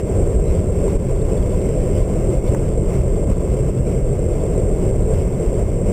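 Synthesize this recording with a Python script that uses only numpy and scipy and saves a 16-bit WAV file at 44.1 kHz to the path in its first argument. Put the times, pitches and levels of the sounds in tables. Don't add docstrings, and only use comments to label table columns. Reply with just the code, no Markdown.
import sys
import numpy as np
from scipy import signal
from scipy.fft import rfft, irfft
from scipy.io import wavfile
from scipy.ndimage import uniform_filter1d

SR = 44100
rng = np.random.default_rng(int(sys.argv[2]) if len(sys.argv) > 2 else 0)


def gain_from_decibels(decibels):
    exponent = np.asarray(decibels, float) / 20
    return 10 ** exponent


def generate_wav(sig):
    pcm = np.round(np.clip(np.atleast_2d(sig).T, -1, 1) * 32767).astype(np.int16)
    wavfile.write(sys.argv[1], SR, pcm)


N = 261072


def evened(x):
    return x / np.sqrt(np.mean(x ** 2) + 1e-20)


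def drift(top_hz):
    z = rfft(rng.standard_normal(N))
    hz = np.fft.rfftfreq(N, 1 / SR)
    return evened(irfft(z / (1 + (hz / top_hz) ** 2), N))


def resonate(x, hz, width):
    turn = np.exp(2j * np.pi * hz * np.arange(len(x)) / SR)
    r = np.exp(-np.pi * width / SR)
    smooth = signal.lfilter([1 - r], [1, -r], x / turn)
    return 2 * (turn * smooth).real


def turbulence(spectrum, size, patchy_db, flicker_db, flicker_hz):
    frames = 4 * N // size + 5
    hz = np.fft.rfftfreq(size, 1 / SR)
    a, b, patches = rng.standard_normal((frames, len(hz), 3)).T
    patches = uniform_filter1d(patches, size=size // 128, axis=0)
    patches = evened(uniform_filter1d(patches, size=6, axis=1))
    f, db = np.transpose(spectrum)
    shape_db = np.interp(np.log(hz + 1), np.log(f + 1), db, left=-120, right=-120)
    z = (a + 1j * b) * gain_from_decibels(shape_db[:, None] + patchy_db * patches)
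    noise = signal.istft(z, nperseg=size, noverlap=3 * size // 4)[1][:N]
    return evened(noise * gain_from_decibels(flicker_db * drift(flicker_hz)))


def swells(s, length, lift_db):
    t = np.arange(0, N + 64, 64) / SR
    bells = np.exp(-((t[:, None] - s) / (.5 * length)) ** 2)
    return np.interp(np.arange(N) / SR, t, (lift_db * bells).sum(axis=1))


def gusts(bright_share):
    # centre t/s, length/s, lift/dB, brightness/-1 to 1
    gust_table = [(.005, 0.023, 7, .5), (.14, 0.14, 4, -0.13), (0.294, 0.16, 2.5, 0.11),
                  (.53, 0.13, 4, 0.29), (.9, 0.21, 5, 0.32), (1.113, .08, 3.5, 0.4), (1.327, .14, 4, 0.036),
                  (1.71, .4, 3.5, 0.54), (1.99, 0.088, 4, 0.43), (2.19, 0.3, 2.5, 0),
                  (2.345, .1, 2.5, -0.2), (2.42, 0.045, -2, .6), (2.515, 0.14, 6.5, .1), (2.64, 0.11, 2, 0),
                  (2.94, 0.091, 5, -0.075), (3.252, .05, -4.5, .5), (3.317, .06, 5, -.2),
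                  (3.508, 0.13, 2, 0.24), (3.662, 0.19, 2.5, -0.11), (3.89, 0.08, 3.5, 0.66),
                  (4.075, 0.088, 0, 0.58), (4.32, 0.13, 1.5, .2), (4.555, .2, 2.5, 0),
                  (4.843, 0.18, 3, 0.23), (5.17, 0.13, 4.5, 0.16), (5.45, 0.099, 3.5, .3),
                  (5.606, .08, 2.5, -0.11), (5.906, 0.1, 5, .4)]
    s, length, lift_db, bright = np.transpose(gust_table)
    return swells(s, length, lift_db * (1 + bright_share * bright))


def road():
    # centre t/s, length/s, lift/dB
    stretches = [(0.068, 0.071, 2), (0.236, 0.15, 3.5), (0.555, 0.11, 1.5), (0.86, 0.049, 4),
                 (1.32, 0.13, 2.5), (1.795, 0.23, 1.5), (1.956, 0.069, 1), (2.29, 0.18, 3),
                 (2.528, 0.061, 6), (2.782, 0.034, 5), (2.913, 0.083, 0.5), (3.013, 0.028, -3.5),
                 (3.72, 0.049, -2), (4.404, 0.58, 1), (4.597, 0.12, 1.5), (4.853, 0.086, 2),
                 (5.113, 0.067, 4.5), (5.59, 0.094, 3), (5.652, 0.037, -5), (5.754, 0.052, -2.5),
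                 (5.904, 0.083, 3)]
    return swells(*np.transpose(stretches))


def buffet():
    # f/Hz, level/dB per Hz
    buffet_spectrum = [(4.7, -29), (8.0, -11), (33, 5.5), (110, -5.5), (140, -61), (240, -120)]
    return gain_from_decibels(-20) * turbulence(buffet_spectrum, size=8192, patchy_db=-0.25, flicker_db=0.1, flicker_hz=9.)


def boom():
    # f/Hz, level/dB per Hz
    boom_spectrum = [(44, -32), (75, -2), (119, -1.5), (151, -5.5), (181, -1.5), (241, -14), (270, -11.5),
                     (350, -25), (590, -120)]
    # centre t/s, length/s, lift/dB
    boom_changes = [(.2, .1, 1), (0.623, .06, 2), (.36, 0.048, -1), (1.134, 0.1, -11), (1.963, 0.081, 4),
                    (2.47, 0.11, -1), (2.78, 0.045, 3), (3.298, 0.041, 9), (3.722, 0.21, 4.5), (4.272, 0.078, 4),
                    (4.33, .05, -10), (4.41, .06, 0.5), (5.04, 0.056, 4), (5.09, .05, -5.5), (5.55, 0.2, -3.5)]
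    level_db = -23.5 + 0.31 * road() + swells(*np.transpose(boom_changes))
    return gain_from_decibels(level_db) * turbulence(boom_spectrum, size=4096, patchy_db=-0.63, flicker_db=0.37, flicker_hz=7.4)


def roar():
    # f/Hz, level/dB per Hz
    roar_spectrum = [(140, -9.5), (230, -11.5), (252, -14.5), (312, -5.5), (393, 0.5), (481, -1.5),
                     (613, -8), (840, -26), (1090, -52), (1850, -120)]
    level_db = -25 + road() + 0.19 * gusts(0)
    return gain_from_decibels(level_db) * turbulence(roar_spectrum, size=2048, patchy_db=-0.01, flicker_db=0.35, flicker_hz=22.1)


def rush():
    # f/Hz, level/dB per Hz
    rush_spectrum = [(480, -9), (820, -3), (858, -5.5), (1010, -2), (1190, -7.5), (1600, -14), (2080, -35),
                     (3520, -120)]
    level_db = -47.5 + gusts(-1.5)
    return gain_from_decibels(level_db) * turbulence(rush_spectrum, size=1024, patchy_db=0.0, flicker_db=0.0, flicker_hz=25.)


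def hiss():
    # f/Hz, level/dB per Hz
    hiss_spectrum = [(850, -5), (1450, -7), (1910, -5.5), (2160, 0), (2350, -4.5), (2700, -4),
                     (3280, -11.5), (3550, -13), (3850, -13), (5000, -49), (8470, -120)]
    level_db = -51.5 + gusts(0.33)
    return gain_from_decibels(level_db) * turbulence(hiss_spectrum, size=1024, patchy_db=1.14, flicker_db=-0.1, flicker_hz=25.)


def engine():
    # t/s, level/dB of the firing tone
    exhaust = [(0.0, -35), (0.6, -32.5), (1.07, -22), (1.4, -39), (1.83, -22), (2.0, -31), (2.82, -23.5),
               (3.3, -34), (3.6, -20.5), (4.2, -23.5), (4.3, -29.5), (5.08, -28), (5.2, -35), (5.92, -26)]
    # multiple of the firing rate, level/dB rms
    gear_whine = [
        (12, -69),
        (16, -63),
        (20, -70.5),
    ]
    firing_hz = 131.05
    turns = np.cumsum(firing_hz * (1 + 0.001195 * drift(1.167))) / SR
    s, db = np.transpose(exhaust)
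    exhaust_gain = gain_from_decibels(np.interp(np.arange(N) / SR, s, db))
    out = exhaust_gain * gain_from_decibels(2.9 * drift(13.0) - 1.0) * np.sin(2 * np.pi * turns)
    for k, whine_db in gear_whine:
        whine = np.sin(2 * np.pi * (k * turns + rng.random()))
        out += np.sqrt(2) * gain_from_decibels(whine_db + 1.7 * drift(5.4)) * whine
    return out


def whistle():
    turns = np.cumsum(3895 * (1 + .003 * drift(6.6))) / SR
    level_db = -71 + 1.6 * gusts(1) + 4.5 * drift(13.0)
    return gain_from_decibels(level_db) * np.sin(2 * np.pi * turns)


def trim():
    # f/Hz, width/Hz, level/dB
    panels = [
        (2180, 170, 3),
        (990, 73, 11.5),
        (2680, 51, -9.5),
        (3120, 50, -4.5),
        (3480, 120, -2),
    ]
    knocks_per_s = 260
    shake = gain_from_decibels(6.5 * drift(8.4))
    strength = gain_from_decibels(1.9 * np.minimum(rng.exponential(1, N), 5))
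    knocks = strength * (rng.random(N) < shake * knocks_per_s / SR)
    struck = rng.integers(0, len(panels), N)
    rings = np.zeros(N)
    for k, (hz, width, db) in enumerate(panels):
        rings += gain_from_decibels(db) * evened(resonate(knocks * (struck == k), hz, width))
    return gain_from_decibels(-63.5) * rings


def slaps():
    # centre t/s, peak level/dB, f/Hz
    slap_table = [(0.232, -2, 55.5), (0.364, -2.5, 49), (0.514, -4, 50), (0.594, -8.5, 69.6),
                  (0.782, -6, 75.4), (0.96, -5.5, 35), (1.123, -5, 32), (1.254, -8, 46), (1.332, -13, 58),
                  (1.408, -4.5, 67), (1.66, -12, 58), (2.024, -5, 32), (2.383, -6, 41), (2.499, -6, 93),
                  (2.783, -4, 41), (2.868, -10, 34), (3.004, -5.5, 57.5), (3.159, -10.5, 50),
                  (3.321, -3.5, 38.8), (3.511, -9, 47.6), (3.698, -4, 41), (4.04, -6.5, 30),
                  (4.515, -12, 43), (4.616, -9.5, 45), (4.735, -3, 38), (4.887, -11, 64), (4.962, -10, 34),
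                  (5.249, -7.5, 51), (5.482, -10, 37), (5.646, -12, 42.6)]
    out = np.zeros(N + 8000)
    t = np.arange(-4000, 4000) / SR
    for s, db, hz in slap_table:
        fade = np.exp(-(t * np.clip(hz, 30, 70) / 0.5) ** 2)
        push = np.cos(2 * np.pi * hz * t + 2.52) * fade
        out[round(s * SR):][:len(t)] += gain_from_decibels(db - 3.5) * push
    return out[4000:][:N]


def ticks():
    # t/s, peak level/dB, ring f/Hz, ring level/dB
    grit = [
        (.880, -26.5, 1000, -2),
        (1.160, -36, 1000, -1),
        (1.287, -32, 1030, -3),
        (2.5465, -29, 1980, -4),
        (2.5515, -33, 1500, -4),
        (2.548, -18, 936, -6.5),
        (2.8393, -39, 990, 0),
    ]
    out = np.zeros(N)
    t = np.arange(1500) / SR
    for s, db, hz, ring_db in grit:
        knock = (t / 0.00063 * np.exp(1 - t / 0.00065)) ** 2 * np.cos(2 * np.pi * 0.88 * hz * t)
        ring_gain = np.minimum(t / 0.0011, 1) * gain_from_decibels(ring_db - 60 * t / 0.019)
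        ring = ring_gain * np.sin(2 * np.pi * hz * t)
        out[round(s * SR):][:len(t)] += gain_from_decibels(db) * (knock + ring)
    return out


def squeaks():
    # centre t/s, f/Hz, length/s, level/dB
    squeak_table = [(1.158, 3480, .02, -58), (1.218, 3600, .018, -52), (1.254, 2680, .02, -55),
                    (1.326, 2780, .015, -53), (1.377, 3450, .02, -55), (1.43, 3120, 0.028, -58),
                    (1.965, 3050, .06, -55), (2.57, 2150, .02, -52), (2.003, 2150, .04, -59),
                    (2.328, 2150, 0.04, -54), (2.35, 3470, .03, -59), (2.42, 2150, .03, -57),
                    (2.465, 2180, .016, -48), (2.495, 2190, .016, -47), (2.48, 3470, 0.022, -54),
                    (3.72, 2150, .05, -57), (3.879, 2240, 0.074, -54), (3.94, 2220, .04, -56),
                    (4.035, 3550, .02, -71), (5.136, 3480, 0.023, -55), (5.196, 3480, 0.021, -58)]
    out = np.zeros(N)
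    rub = 1 + 0.56 * drift(120.)
    slip = drift(124.0)
    for s, hz, length, db in squeak_table:
        at = round((s - length / 2) * SR) + np.arange(round(length * SR))
        turns = np.cumsum(hz * (1 + .045 * slip[at])) / SR
        out[at] += gain_from_decibels(db + 5.5) * rub[at] * np.hanning(len(at)) * np.sin(2 * np.pi * turns)
    return out


def scene():
    wind = buffet() + slaps() + rush() + hiss() + whistle()
    car = boom() + roar() + engine() + trim() + ticks() + squeaks()
    return (wind + car)[None]


def ducking():
    # t/s, depth/dB
    ducks = [
        (0.0, -5),
        (.965, -8.5),
        (1.125, -1.5),
        (2.39, -1.5),
        (2.73, -2.5),
        (3.33, -2.5),
        (3.70, -5),
        (4.0, -2.5),
        (5.27, 0),
    ]
    fall_s, recover_s = 0.014, 0.047
    t, db = np.arange(N) / SR, np.zeros(N)
    for s, depth_db in ducks:
        since = np.maximum(t - s, 0)
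        db += depth_db * np.minimum(since / fall_s, 1) * np.exp(-since / recover_s)
    return gain_from_decibels(db)


def roll_off(x):
    return signal.sosfilt(signal.butter(12, 15750, fs=SR, output="sos"), x)


def record(dry):
    held_per_s = 8000
    peak_db = 20 * np.log10(abs(dry[0]) + 1e-6)
    fall = np.arange(N) * 60. / SR
    over_db = np.maximum(np.maximum.accumulate(peak_db + fall) - fall + 8.5, 0)
    limit = gain_from_decibels(0.55 * uniform_filter1d(over_db, size=90))
    ducked = np.clip(gain_from_decibels(1.03) * ducking() * dry / limit, -.6, .6)
    low_cut = signal.lfilter(*signal.butter(1, 12., "high", fs=SR), ducked)
    guard = signal.firwin(801, 3930, window=("kaiser", 5), fs=SR)
    guarded = .45 * signal.oaconvolve(low_cut, guard[None], "same") + .55 * low_cut
    slow = signal.resample_poly(guarded, held_per_s, SR, axis=1, window=("kaiser", 9))
    steps = np.repeat(slow, 6, axis=1)
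    held = signal.resample_poly(steps, SR, 6 * held_per_s, axis=1)[:, :N]
    edge = signal.firwin(2047, 15290, window=("kaiser", 4), fs=SR)
    return roll_off(signal.oaconvolve(held, edge[None], "same"))


dry = scene()
out = record(dry)
generate_wav(out)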